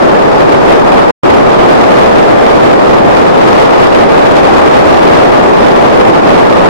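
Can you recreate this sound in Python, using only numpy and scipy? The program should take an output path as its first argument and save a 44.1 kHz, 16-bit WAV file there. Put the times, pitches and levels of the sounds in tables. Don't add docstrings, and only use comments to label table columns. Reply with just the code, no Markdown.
import sys
import numpy as np
from scipy import signal
from scipy.fft import rfft, irfft, next_fast_len
from scipy.io import wavfile
from scipy.ndimage import uniform_filter1d

SR = 44100
rng = np.random.default_rng(int(sys.argv[2]) if len(sys.argv) > 2 else 0)


def boost_factor(decibels):
    exponent = np.asarray(decibels, float) / 20
    return 10 ** exponent


def log_audio(samples):
    frames = np.atleast_2d(samples).T
    limited = np.clip(frames, -1, 1)
    pcm = np.round(limited * 32767).astype(np.int16)
    wavfile.write(sys.argv[1], SR, pcm)


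N = 295029

# (time [s], strength [dB], left-right lean [dB], eddy centre [Hz])
AIRSTREAM = [(0.0, -1, 2.5, 481), (0.25, -3.5, 1, 513), (0.7, -1, 0.3, 523), (1.4, 0.5, -1.5, 466),
             (1.9, 0, 2, 564), (2.25, 0.4, 0.5, 464), (2.55, -1, -3, 511), (3.0, -1.9, -0.2, 427),
             (3.5, 0.6, 3, 573), (3.85, -2.6, -0.5, 594), (4.15, 0.7, 0.5, 488), (4.55, -0.4, 0.5, 567),
             (4.8, 1.5, -2.5, 500), (5.2, 2.5, 1.3, 510), (5.55, -2, -1.5, 487), (5.9, 1, 3.5, 477),
             (6.3, -1.5, -7, 506), (6.69, 0, 0.9, 479)]
# (frequency [Hz], level per Hz [dB])
EDDY_SPECTRUM = [(20, 4), (60, -24.5), (120, -8), (250, -1), (450, 4), (750, 0.5), (1200, -6.5),
                 (2000, -23.5), (4000, -30), (8000, -55), (16000, -71)]
# (frequency [Hz], likeness [-1..1])
PORT_LIKENESS = [(40, -0.33), (100, -0.78), (200, -0.49), (500, -0.6), (900, -0.51), (1600, -0.27),
                 (3000, -0.087)]
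# (frequency [Hz], left lead beyond the push-pull [rad])
SWEEP = [(60, .3), (340, .35), (860, -.25), (1800, 0), (3000, 0)]
# (time [s], left level [dB], right level [dB])
PUFFS = [(0.17, -0.5, 2.5), (0.409, 4.5, 4), (0.713, 6, 4), (0.873, 0.5, -2.5), (1.003, 1, 1.5),
         (1.063, -4, -5), (1.437, -1.5, -3.6), (1.546, -3, 0.5), (1.646, -1.5, 0.5), (1.776, -1.5, 0.5),
         (2.11, -4, -0.5), (2.355, -1.5, -7), (2.634, 4.5, 5), (2.903, 2.5, 5.5), (2.968, 3.5, 2),
         (3.183, 2.7, 1.5), (3.322, -1.9, -1.4), (3.617, 1.5, 1.8), (3.826, 5.5, 3), (3.981, 3, 2.5),
         (4.58, 7, 0.8), (4.789, 2, -1), (5.393, 0.5, -5.5), (5.672, -1, 4), (5.912, -4, -0.5),
         (6.216, -1, -6.5), (6.306, 5.5, -2), (6.425, 4, -3)]
# (time [s], left level [dB], right level [dB])
GAPS = [
    (.835, -3, -4),
    (2.75, -2.5, -3.5),
    (3.032, -5, -4.5),
    (3.9, -0.5, -2),
    (4.058, -7.5, -4),
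    (4.703, -4, -5),
    (6.04, -7.5, -4),
    (6.12, -5, -4),
]
# (frequency [Hz], left-right level [dB])
PORT_BALANCE = [(30, -2), (200, 2), (500, -1), (1200, 1.2), (2500, 0), (4500, -3.5), (7000, -0.5),
                (12000, 0)]
# (frequency [Hz], level [dB])
RECORDER_COLOUR = [(20, -1), (100, 2), (2000, -1.5), (5000, -0.5), (9000, 0.5), (12900, 2.5), (13200, -4),
                   (15700, -4), (20000, -22)]
# (frequency [Hz], level [dB])
GRAIN_SPECTRUM = [(100, -13), (600, -12), (1500, -6), (3000, -5), (6000, -8), (12000, -10)]
# (start [s], end [s])
DROPOUT = (1.1087, 1.2336)


def rms_one(x):
    return x / np.sqrt(np.mean(x ** 2) + 1e-20)


def in_time(rows):
    s, *columns = np.transpose(rows)
    return [np.interp(np.arange(N) / SR, s, column) for column in columns]


def at_hz(points, hz):
    table_hz, values = np.transpose(points)
    return np.interp(np.log(hz), np.log(table_hz), values)


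def shape(x, gain):
    size = next_fast_len(N)
    hz = np.linspace(1, SR / 2, size // 2 + 1)
    return irfft(rfft(x, size) * gain(hz), size)[..., :N]


def drift(rate_hz):
    pole = np.exp(-80 * np.pi * rate_hz / SR)
    coarse = rng.standard_normal(N // 40 + 2002)
    slow = signal.lfilter([1], [1, -2 * pole, pole ** 2], coarse)[2000:]
    return np.interp(np.arange(N) / 40, np.arange(len(slow)), rms_one(slow))


def eddies(centre_hz, tilt, patchy_db):
    out = 0
    edges_hz = 20 * 2 ** np.arange(0, 10, .5)
    white = rng.standard_normal((2, 2, N))
    speed_octaves = np.log2(centre_hz / np.median(centre_hz))
    for k, (low, high) in enumerate(zip(edges_hz, edges_hz[1:])):
        band = signal.butter(2, [low, high], "band", fs=SR, output="sos")
        mid, side = signal.sosfilt(band, white[k % 2])
        hz = np.sqrt(low * high)
        alike = np.clip(at_hz(PORT_LIKENESS, hz), -1, 1)
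        slope_db = tilt * speed_octaves * np.clip(np.log2(hz / 500), -2, 2)
        gain = boost_factor(at_hz(EDDY_SPECTRUM, hz) + slope_db + patchy_db * drift(11.7))
        push_pull = np.sqrt(1 - alike) * side * [[1], [-1]]
        out = out + gain * (np.sqrt(1 + alike) * mid + push_pull)
    return rms_one(out)


def puffs(rows, spread_s):
    s, left_db, right_db = np.transpose(rows)
    coarse_s = np.arange(0, N, 40) / SR
    bells = np.exp(-.5 * ((coarse_s - s[:, None]) / spread_s) ** 2)
    now_s = np.arange(N) / SR
    return np.array([np.interp(now_s, coarse_s, db @ bells) for db in (left_db, right_db)])


def overload(x, top, hardness):
    return x / (1 + np.abs(x / top) ** hardness) ** (1 / hardness)


def droop(x, cut_hz):
    return signal.lfilter(*signal.butter(1, cut_hz, "high", fs=SR), x)


def dropout():
    start_s, end_s = DROPOUT
    playing = np.ones(N)
    playing[round(start_s * SR):round(end_s * SR)] = 0
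    return uniform_filter1d(playing, size=24)


def smear(x, size=384):
    overlap = size * 3 // 4
    hz, _, frames = signal.stft(x, SR, nperseg=size, noverlap=overlap)
    grain_gain = boost_factor(at_hz(GRAIN_SPECTRUM, hz + 1))[:, None]
    turned = frames * grain_gain * np.exp(2j * np.pi * rng.random(frames.shape))
    return x + signal.istft(turned, nperseg=size, noverlap=overlap)[1][:, :N]


def scene():
    strength_db, lean_db, centre_hz = in_time(AIRSTREAM)
    hiss_db = strength_db + .5 * lean_db * np.array([[1], [-1]])
    hiss_db = hiss_db + puffs(PUFFS, spread_s=0.025) + puffs(GAPS, spread_s=0.0088)
    gust_db = 0.54 * hiss_db
    buffet_db = 0.73 * drift(40) + 0.79 * np.array([drift(56), drift(56)])
    left, right = eddies(centre_hz, tilt=3.2, patchy_db=0.53)
    left = shape(left, lambda hz: np.exp(1j * at_hz(SWEEP, hz)))
    return boost_factor(-0.43 + gust_db + buffet_db) * np.array([left, right])


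def roll_off(x):
    return signal.sosfilt(signal.butter(12, 15750, fs=SR, output="sos"), x)


def record(dry):
    flat = droop(overload(dry, top=.92, hardness=11.0), cut_hz=38)
    flat = flat + np.array([[.019], [.003]])

    def colour(hz):
        return boost_factor(at_hz(RECORDER_COLOUR, hz) + at_hz(PORT_BALANCE, hz) * [[.5], [-.5]])

    x = shape(flat, colour) * dropout()
    clip_top = 1.1
    x = np.clip(smear(x), -clip_top, clip_top)
    return roll_off(x)


dry = scene()
out = record(dry)
log_audio(out)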